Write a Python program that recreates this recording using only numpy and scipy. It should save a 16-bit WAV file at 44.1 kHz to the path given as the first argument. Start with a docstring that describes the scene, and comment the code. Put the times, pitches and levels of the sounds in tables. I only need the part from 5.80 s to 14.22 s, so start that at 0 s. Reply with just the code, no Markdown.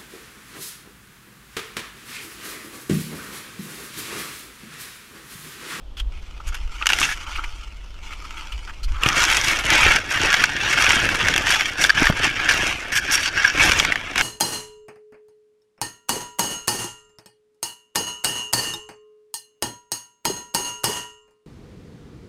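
"""High on a palm trunk, a climber with a small cased camera on the head works up into the dead fronds.
Friction of gloves and rope scuffs the bark. Dry leaflets crackle and snap by brittle fracture and rasp
by stick-slip, exciting the resonances of the case; broad blades cup it into a hollow cavity.
The moving mount rumbles and stalks land dull knocks; the open air behind is quiet and gives no echo."""
import sys
import numpy as np
from scipy import signal
from scipy.fft import rfft, irfft
from scipy.io import wavfile
from scipy.ndimage import uniform_filter1d

SR = 44100
rng = np.random.default_rng(int(sys.argv[2]) if len(sys.argv) > 2 else 0)


def to_wav(sig):
    """Store sig (one row per channel, or 1-D mono) as 16-bit WAV at the path in sys.argv[1].

    Samples outside -1..1 are clipped; the rate is SR.
    """
    pcm = np.clip(np.atleast_2d(sig), -1, 1) * 32767
    pcm = np.round(pcm).astype(np.int16)
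    wavfile.write(sys.argv[1], SR, pcm.T)  # frames by channels


N = 371322
TREBLE_HZ = 4200  # crossover between body and treble

# spectrum of dry leaflets: frequency_hz, level_db
FROND_SPECTRUM = [(290, -32.5), (500, -17), (1070, -8.5), (1650, -0.5), (2260, -3), (3330, -3), (4070, -11),
                  (5750, -9), (8360, -22), (11600, -28.5), (15500, -38.5)]
# case resonances driven by contact: centre_hz, width_hz, gain_db
CONTACT_MODES = [(755, 80, 2.5), (876, 120, 5.5), (1360, 930, 6), (2030, 89, -3), (2252, 280, 7),
                 (2690, 340, 5), (3260, 150, 2.5), (4800, 68, -5), (9280, 230, 6.5), (11640, 380, 3.5)]
# case resonances driven through the air: centre_hz, width_hz, gain_db
AIRBORNE_MODES = [(320, 90, 20.5), (903, 160, 11.5), (1320, 360, 12.5), (3000, 740, 5), (3860, 250, -6.5)]


def undb(db):
    """Amplitude ratio of a level in decibels."""
    return 10 ** (np.asarray(db) / 20)


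def unit(x):
    """Normalisation to rms 1."""
    return x / np.sqrt(np.mean(x ** 2))


def walk(rate_hz):
    """Random modulation: linear interpolation between Gaussian values drawn at rate_hz."""
    return np.interp(np.arange(N) / SR * rate_hz, np.arange(4096), rng.standard_normal(4096))


def response(spectrum, modes=(), size=2048):
    """Minimum-phase impulse response of a smooth spectrum with resonance peaks and dips."""
    f = np.maximum(np.arange(size // 2 + 1) * SR / size, 1)
    hz, db = np.transpose(spectrum)
    db = np.interp(np.log(f), np.log(hz), db)
    for centre_hz, width_hz, gain_db in modes:
        db = db + gain_db / (1 + (2 * (f - centre_hz) / width_hz) ** 2)
    cepstrum = irfft(np.log(undb(db)))
    # folding the cepstrum makes the response causal
    cepstrum[1:size // 2] *= 2
    cepstrum[size // 2 + 1:] = 0
    return irfft(np.exp(rfft(cepstrum)))


def through(x, impulse_response):
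    """Linear filtering by convolution."""
    return signal.oaconvolve(x, impulse_response)[:len(x)]


def resonate(x, hz, width_hz):
    """Damped resonator with gain 1 at its centre frequency, which may move."""
    turn = np.exp(2j * np.pi * np.cumsum(hz * np.ones(N)) / SR)
    pole = np.exp(-np.pi * width_hz / SR)
    return 2 * np.real(turn * signal.lfilter([1 - pole], [1, -pole], x * turn.conj()))


def split(x):
    """Fourth-order crossover: body and treble sum to a flat magnitude response."""
    filters = [signal.butter(2, TREBLE_HZ, kind, fs=SR, output="sos") for kind in ("low", "high")]
    return [signal.sosfilt(np.tile(sos, (2, 1)), x) for sos in filters]


def add(out, start_s, sound):
    """Superposition of a sound from a given time."""
    i = int(start_s * SR)
    out[i:i + len(sound)] += sound[:N - i]


def strokes(rows, attack_s, release_s):
    """Envelope of incoherent movements, whose powers add; rows are start_s, length_s, level_db."""
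    power = np.zeros(N)
    for start_s, length_s, db in rows:
        t = np.arange(int((length_s + 10 * release_s) * SR)) / SR
        shape = np.minimum(t / attack_s, 1) * np.exp(-np.maximum(t - length_s, 0) / release_s)
        add(power, start_s, (undb(db) * shape) ** 2)
    return np.sqrt(power)


def slip(length_s, attack_s=0.0027, release_s=0.007):
    """Envelope of one frictional slip: quick onset, hold and short exponential decay."""
    t = np.arange(9000) / SR
    return np.minimum(t / attack_s, 1) * np.exp(-np.maximum(t - length_s, 0) / release_s)


def crackle(rate_hz, spread_db, clump_db, clump_hz, ring_s, ring, hiss, size=2048):
    """Acoustic emission of dry fibre: clumps of tiny fractures, mostly small, a few large."""
    when, rank, sign = rng.random((80000, 3))[:int(rate_hz * N / SR)].T
    strength = undb(spread_db * np.minimum(-np.log(rank), 6))
    clicks = unit(np.bincount((when * N).astype(int), strength * np.sign(sign - .5), N))
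    force = (clicks + hiss * rng.standard_normal(N)) * undb(clump_db * walk(clump_hz))
    # each click is heard directly, then as the ragged ring of whichever leaflet is in contact
    t = np.arange(size // 4) / SR
    contact = np.sin(np.pi * np.arange(size) / size)
    out, force = force.copy(), np.pad(force, (0, size))
    for i in range(0, N, size // 2):
        leaflet = rng.standard_normal(len(t)) * np.exp(-t / ring_s)
        leaflet /= np.linalg.norm(leaflet)
        add(out, i / SR, ring * signal.fftconvolve(force[i:i + size] * contact, leaflet))
    # the push sets the power; the fractures only share it out
    power = uniform_filter1d(uniform_filter1d(out ** 2, size=1800), size=1200)
    return out / np.sqrt(power + 1e-12)


def air(level_db=-51.5, swell_db=1):
    """Ambient noise: a faint outdoor background under slow amplitude modulation."""
    # frequency_hz, level_db
    spectrum = [(71, -37), (120, 3), (325, -3), (1170, -8.5), (2070, -16.5), (3170, -9),
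                (3810, -15.5), (12100, -35)]
    noise = unit(through(rng.standard_normal(N), response(spectrum)))
    return noise * undb(level_db + swell_db * walk(2.1))


def mount(pressure, pressure_db=-4, rumble_db=-47):
    """Structure-borne vibration: the climber and pressing fronds shake the mount, over a steady rumble."""
    # spectrum of the shaking mount: frequency_hz, level_db
    shake_spectrum = [(10, -12.5), (24, -5.5), (35, -10), (48, -6), (110, -39), (3000, -125)]
    # spectrum of the steady rumble: frequency_hz, level_db
    rumble_spectrum = [(10, -12.5), (50, 0.5), (78, 0), (115, -23), (400, -83)]
    # heaves of the body: start_s, length_s, level_db
    heaves = [(0.18, 0.13, -24.5), (0.645, 0.05, -22), (0.78, 0.093, -24), (1.51, 0.2, -29.5),
              (2.71, 0.058, -28), (3.02, 0.12, -19), (4.02, 0.043, -20), (6.2, 0.071, -24.5)]
    climb = (0, 4.1, -35.5)  # one long tremble while the legs are climbing
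    shake = through(rng.standard_normal(N), response(shake_spectrum, size=16384))
    shake /= np.sqrt(uniform_filter1d(shake ** 2, size=4000))
    movement = strokes(heaves + [climb], attack_s=0.0324, release_s=0.051)
    sway = np.hypot(movement, undb(pressure_db) * pressure)
    rumble = unit(through(rng.standard_normal(N), response(rumble_spectrum, size=16384)))
    return shake * sway + rumble * undb(rumble_db)


def scratches(note_db=7, relative_width=0.16):
    """Friction excites a resonance: gloves and gear scratch the bark, each spot with its own note."""
    # scrapes on the bark: start_s, length_s, level_db, note_hz
    scrapes = [(0.168, 0.03, -37, 3320), (0.197, 0.0036, -26, 3240), (0.599, 0.006, -32.5, 1280),
               (0.72, 0.019, -39, 1550), (1.011, 0.023, -28, 1310), (1.552, 0.015, -30, 2500),
               (1.58, 0.015, -29.5, 1400), (1.636, 0.01, -29, 2220), (2.305, 0.03, -37, 2200),
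               (2.719, 0.006, -30.5, 2960), (2.872, 0.033, -36.5, 1700), (3.03, 0.018, -35.5, 4370)]
    out = np.zeros(N)
    for start_s, length_s, db, hz in scrapes:
        spectrum = [(hz / 16, -36), (hz, 0), (hz * 16, -44)]  # falls 9 dB an octave below, 11 above
        modes = AIRBORNE_MODES + [(hz, relative_width * hz, note_db)]
        shape = slip(length_s)
        scrape = through(rng.standard_normal(len(shape)), response(spectrum, modes))
        add(out, start_s, unit(scrape) * shape * undb(db))
    return out


def gloves(treble_db=-2):
    """Roughness noise: gloves and rope scuff the fibrous trunk and reach the case through the air."""
    # spectrum of rubbed bark: frequency_hz, level_db
    bark_spectrum = [(120, -36), (200, -25), (304, -33), (665, -24), (1350, -16.5), (1810, -18),
                     (2210, -7.5), (3890, -16.5), (5800, -16), (15500, -41)]
    # new grips on the trunk: start_s, length_s, level_db
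    grips = [(0.64, 0.16, -43), (0.9, 0.24, -39), (1.33, 0.09, -36.5), (1.46, 0.11, -35), (1.62, 0.22, -44),
             (2.21, 0.13, -40.5), (2.39, 0.14, -40), (2.55, 0.039, -36), (2.64, 0.24, -43),
             (3.07, 0.27, -41.5)]
    chafe = (0.3, 7.8, -49.5)  # the rope keeps chafing once it takes the weight
    grit = crackle(rate_hz=1200, spread_db=3.5, clump_db=2.8, clump_hz=49,
                   ring_s=0.0043, ring=0.78, hiss=0.65)
    body, treble = split(unit(through(grit, response(bark_spectrum, AIRBORNE_MODES))))
    envelope = strokes(grips + [chafe], attack_s=0.024, release_s=0.085)
    return envelope * (body + undb(treble_db) * treble)


def slides(rasp_db=9, rasp_width_hz=260):
    """Stick-slip friction: a dry strip catches and slips free in a fast, papery rasp."""
    # sliding strips: start_s, length_s, level_db, rasp_hz, tilt_db_per_octave
    strips = [(0.668, 0.022, -35, 6860, 6.5), (0.743, 0.01, -28, 1500, 7), (1.091, 0.018, -21.5, 1650, 3),
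              (1.226, 0.029, -21.5, 2700, 5), (1.288, 0.047, -25.5, 1700, 5), (3.658, 0.064, -22, 2700, 5),
              (4.925, 0.011, -12, 2250, 1.5), (6.008, 0.032, -22, 5670, 8.5),
              (6.688, 0.011, -11, 1700, 2.5), (6.708, 0.015, -16, 1700, 4.5),
              (7.118, 0.072, -23.5, 1740, 6), (7.152, 0.032, -22, 6500, 10), (7.316, 0.04, -17, 5560, 11.5),
              (7.366, 0.12, -22, 4650, 4), (7.794, 0.016, -13, 2320, -2)]
    grit = crackle(rate_hz=5000, spread_db=2.5, clump_db=2, clump_hz=200,
                   ring_s=0.0004, ring=0.39, hiss=0.7)
    out = np.zeros(N)
    for start_s, length_s, db, hz, tilt in strips:
        shape = slip(length_s)
        rub = grit[int(start_s * SR):][:len(shape)]
        # a faster slip tilts the spectrum upward
        spectrum = [(f, level + tilt * np.log2(np.clip(f / TREBLE_HZ, .5, 2)))
                    for f, level in FROND_SPECTRUM]
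        modes = CONTACT_MODES + [(hz, rasp_width_hz, rasp_db)]
        rasp = unit(through(rub, response(spectrum, modes)))
        add(out, start_s, rasp * shape * undb(db))
    return out


def snaps(gain_db=-1, rise_s=0.00025, crack_s=0.0035, tear_s=0.0018, ring_s=0.0024, glint_s=0.00025):
    """Brittle fracture: a rib cracks, its fibres tear and it rings for a few cycles of its own note."""
    # breaking leaflets and ribs: start_s, level_db, ring_hz, relative_treble_db
    breaks = [(1.0242, -15.5, 2630, -24), (1.0576, -14, 1500, -8), (1.068, -6.5, 2910, -3),
              (1.09, -13, 2840, 1), (1.101, -11, 1500, -12), (1.1215, -15, 2600, -10),
              (1.1324, -8, 2840, -8.5), (1.187, -13.5, 1990, -5), (1.2147, -12, 1200, -8),
              (1.229, -12, 2700, -12), (3.2345, -8, 2800, -7), (3.261, -10, 2830, -25),
              (3.2875, -9, 2860, 0), (3.451, -12.5, 2700, -2), (3.5, -13, 2260, -3), (3.5695, -10, 2190, 2),
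              (3.683, -11.5, 2300, -1), (3.903, -9.5, 1750, 4), (4.1604, -10, 1770, -3.5),
              (4.5282, -7, 1690, -8), (4.5408, -5.5, 1550, -10.5), (4.639, -4, 1510, -11.5),
              (5.023, -13.5, 1680, -5), (5.065, -6.5, 2580, -26), (5.105, -6, 2230, -18),
              (5.29, -10.5, 1640, -10), (5.484, -8.5, 1690, -6), (5.5394, -11.5, 3280, -7),
              (5.5615, -10.5, 3270, -6), (5.579, -8, 2680, -3.5), (5.704, -8, 1720, -8),
              (5.723, -10, 2700, -5), (5.8082, -9.5, 2200, -12), (6.0398, -6, 3520, -3.5),
              (6.0998, -11.5, 4620, -1), (6.2555, -11, 1800, -10), (6.269, -5.5, 1830, -21),
              (7.353, -12, 5580, -1), (7.678, -17, 5560, -2), (7.918, -8, 2270, -6),
              (7.998, -6.5, 3240, -5.5), (8.0488, -10.5, 2150, -11), (8.1217, -7, 2010, -19),
              (8.1568, -12.5, 1780, -18), (8.3579, -13.5, 1920, -12), (8.379, -12, 2360, -6)]
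    t = np.arange(2000) / SR
    onset = 1 - np.exp(-t / rise_s)
    case, out = response(FROND_SPECTRUM, CONTACT_MODES), np.zeros(N)
    for start_s, db, hz, treble_db in breaks:
        crack, fibres = rng.standard_normal((2, len(t)))
        tear = 0.91 * unit(fibres ** 3) * np.exp(-t / tear_s)
        burst = onset * (crack * np.exp(-t / crack_s) + tear)
        note = onset * np.sin(2 * np.pi * hz * t) * np.exp(-t / ring_s)
        body, treble = map(unit, split(unit(through(burst, case)) + 0.8 * unit(note)))
        # the first instant of the break is its brightest
        _, glint = split(through(crack * np.exp(-t / glint_s), case))
        treble = unit(treble + 0.23 * unit(np.diff(glint, prepend=0)))
        share = min(undb(treble_db), .8)
        snap = np.sqrt(1 - share ** 2) * body + share * treble
        peak_rms = np.sqrt(uniform_filter1d(snap ** 2, size=100).max())
        add(out, start_s, snap * undb(db + gain_db) / peak_rms)
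    return out


def effort():
    """Common modulation: each push drives the rustle, its treble and the pressure on the case."""
    # pushes through the fronds: start_s, length_s, level_db, relative_treble_db, relative_pressure_db
    pushes = [(1.085, 0.11, -29, 7, -14), (1.175, 0.08, -24.5, 8, -12), (3.203, 0.18, -25, 2, -11.5),
              (3.338, 0.1, -16.5, 3, -17), (3.449, 0.13, -18.5, 4, -17), (3.589, 0.13, -21.5, 5.5, -17),
              (3.679, 0.11, -24, 2, -14.5), (3.819, 0.12, -20.5, -1, -14), (3.886, 0.26, -14, -1.5, -16.5),
              (4.275, 0.13, -21, 0, -18.5), (4.39, 0.084, -16.5, -3.5, -11.5),
              (4.471, 0.13, -20.5, 0.5, -22), (4.567, 0.055, -16.5, -2, -16),
              (4.658, 0.16, -25.5, -2.5, -18), (4.796, 0.19, -20, 0, -19), (4.955, 0.19, -16.5, 0, -15),
              (5.133, 0.13, -19, -2.5, -10), (5.267, 0.087, -21.5, 0.5, -9.5), (5.365, 0.14, -20, -1, -10),
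              (5.481, 0.21, -25.5, -1, -8.5), (5.64, 0.12, -17.5, 3.5, -19.5), (5.749, 0.13, -25, 3.5, -17),
              (5.963, 0.096, -22.5, 7, -11.5), (6.135, 0.14, -17.5, -1.5, -13),
              (6.332, 0.059, -24.5, -0.5, -7.5), (6.401, 0.048, -13.5, -1.5, -15),
              (6.532, 0.15, -23, -3.5, -15), (6.67, 0.24, -22, 2.5, -12.5), (7.2, 0.065, -28, 4, -16),
              (7.27, 0.075, -20, 0, -22), (7.525, 0.16, -20, -2, -35), (7.717, 0.085, -23, 0.5, -8.5),
              (7.775, 0.12, -17, 5.5, -11), (7.915, 0.094, -21, 3.5, -10.5),
              (8.008, 0.094, -24.5, -7, -8.5), (8.355, 0.07, -17.5, -1.5, -11.5)]
    skirt = (3.23, 5.3, -32.5, -2, -7.5)  # inside the skirt of fronds, leaflets always lie on the case
    start_s, length_s, db, treble_db, pressure_db = np.vstack([pushes, skirt]).T
    return [strokes(zip(start_s, length_s, db + offset_db), attack_s=0.041, release_s=0.038)
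            for offset_db in (0, treble_db, pressure_db)]


def fronds(push, edge, treble_db=-1, flutter_db=0.5, splinter_db=-3):
    """Contact excitation: dry leaflets crackle and scrape over the case, driving its resonances."""
    grit = crackle(rate_hz=1500, spread_db=3, clump_db=2.03, clump_hz=120,
                   ring_s=0.0048, ring=0.66, hiss=0.73)
    grit += undb(splinter_db) * splinters()
    body, treble = split(unit(through(grit, response(FROND_SPECTRUM, CONTACT_MODES))))
    # thin edges sound brighter than flat blades, and they trade places quickly
    treble *= undb(treble_db + flutter_db * walk(25))
    return push * body + edge * treble


def splinters(rate_hz=380, spread_db=4.2, cycles=2, low_hz=6000, high_hz=14500, clump_db=7.5):
    """Short pulses have broad spectra: brittle tips splinter in bunches of ticks with no clear pitch."""
    t, out = np.arange(200) / SR, np.zeros(N)
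    for when, rank, pitch in rng.random((20000, 3))[:int(rate_hz * N / SR)]:
        hz = low_hz * (high_hz / low_hz) ** pitch
        age = t * hz / cycles
        strength = undb(spread_db * min(-np.log(rank), 4))
        tick = hz * np.sqrt(age) * np.exp(-2 * age) * np.sin(2 * np.pi * hz * t)
        add(out, when * N / SR, strength * tick)
    bunches = unit(out * undb(clump_db * np.minimum(walk(170), 1.5)))
    # a thin tip can only bear so much, so no bunch stands far above the rest
    return unit(bunches / np.sqrt(1 + uniform_filter1d(bunches ** 2, size=200) / 10))


def drag(pressure):
    """Forced vibration: fronds that press on the case rattle it at low frequencies."""
    # spectrum of the rattle: frequency_hz, level_db
    spectrum = [(40, -24), (90, 5), (230, -4), (300, 1.5), (420, -4.5), (750, -4), (1400, -65)]
    judder = crackle(rate_hz=900, spread_db=3.5, clump_db=3.5, clump_hz=120,
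                     ring_s=0.0022, ring=0.46, hiss=0.48)
    return pressure * unit(through(judder, response(spectrum)))


def rope(centre_hz=1250, width_hz=290, rough_db=1):
    """Uneven friction of the rope drives one narrow resonance: a thin, hollow rub."""
    # draws of the rope round the trunk: start_s, length_s, level_db
    rubs = [(1.36, 0.28, -43.5), (3.11, 0.1, -37.5), (3.19, 0.16, -27.5)]
    friction = rng.standard_normal(N) * undb(rough_db * walk(60))
    ring = resonate(resonate(friction, centre_hz, width_hz), centre_hz, 4 * width_hz)
    return strokes(rubs, attack_s=0.051, release_s=0.039) * unit(ring)


def knocks(thud_s=0.0057, chatter_s=0.0044):
    """Damped impact: a stiff stalk bumps the case with a dull thud and a moment of chatter."""
    # stalks striking the case: start_s, level_db, thud_hz
    impacts = [(3.261, -15, 112), (4.063, -13.5, 74.5), (6.22, -10, 274), (6.299, -8, 156),
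               (7.894, -16.5, 89)]
    # spectrum of the chatter: frequency_hz, level_db
    spectrum = [(30, -7), (300, -6.5), (700, -11), (1500, -15.5), (5000, -40)]
    t = np.arange(4000) / SR
    case, out = response(spectrum), np.zeros(N)
    for start_s, db, hz in impacts:
        chatter = through(rng.standard_normal(len(t)) * np.exp(-t / chatter_s), case)
        thud = np.sin(2 * np.pi * hz * t) * np.exp(-t / thud_s)
        bump = unit(thud) + 0.7 * unit(chatter)
        peak_rms = np.sqrt(uniform_filter1d(bump ** 2, size=200).max())
        add(out, start_s, bump * undb(db) / peak_rms)
    return out


def cupped(x, drift=0.015, shade_db=-4.5):
    """Cavity resonance: blades close round the case, and the hollow's pitch wanders as they shift."""
    # spells when broad blades cup the case: start_s, length_s, closeness_db
    spells = [(4.11, 1.2, -8), (5.6, 1.2, -6), (7.11, 0.6, 0)]
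    # resonances of the hollow: centre_hz, width_hz, gain_db
    modes = [(1630, 235, 0), (2840, 970, -12.5), (4630, 134, 1), (5560, 380, 0)]
    stretch = 1 + drift * walk(5.2)
    ring = sum(undb(db) * resonate(x, hz * stretch, width_hz) for hz, width_hz, db in modes)
    hollow = undb(shade_db) * x + ring
    closeness = strokes(spells, attack_s=0.05, release_s=0.05)
    return x + closeness * (hollow - x)


def squeaks(pitch_hz=1670, waver=0.0488, rasp_db=-5):
    """Self-excited oscillation: stick and slip lock briefly to a wavering note, with a rasp on top."""
    # judders of a taut leaflet over the case: start_s, length_s, level_db
    judders = [(6.0472, 0.0033, -10.5), (6.0938, 0.003, -9), (6.1022, 0.003, -6), (7.646, 0.007, -11.5)]
    hz = pitch_hz * (1 + waver * walk(400))
    note = np.sin(2 * np.pi * np.cumsum(hz) / SR)
    rasp = through(rng.standard_normal(N), response(FROND_SPECTRUM, CONTACT_MODES))
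    envelope = strokes(judders, attack_s=0.00069, release_s=0.0012)
    return envelope * (unit(note) + undb(rasp_db) * unit(rasp))


def scene():
    """Superposition of all sources at the one microphone."""
    push, edge, pressure = effort()
    leaves = cupped(fronds(push, edge) + slides() + snaps() + squeaks())
    contact = leaves + drag(pressure) + knocks()
    return (contact + gloves() + scratches() + rope() + mount(pressure) + air())[None]


def record(dry):
    """Soft saturation and band limiting: the camera rounds off the loudest cracks and cuts the top."""
    rounded = dry / (1 + dry ** 6) ** (1 / 6)
    low_pass = signal.ellip(10, .2, 80, 15300, fs=SR, output="sos")
    return signal.sosfilt(low_pass, rounded)


dry = scene()
out = record(dry)
to_wav(out)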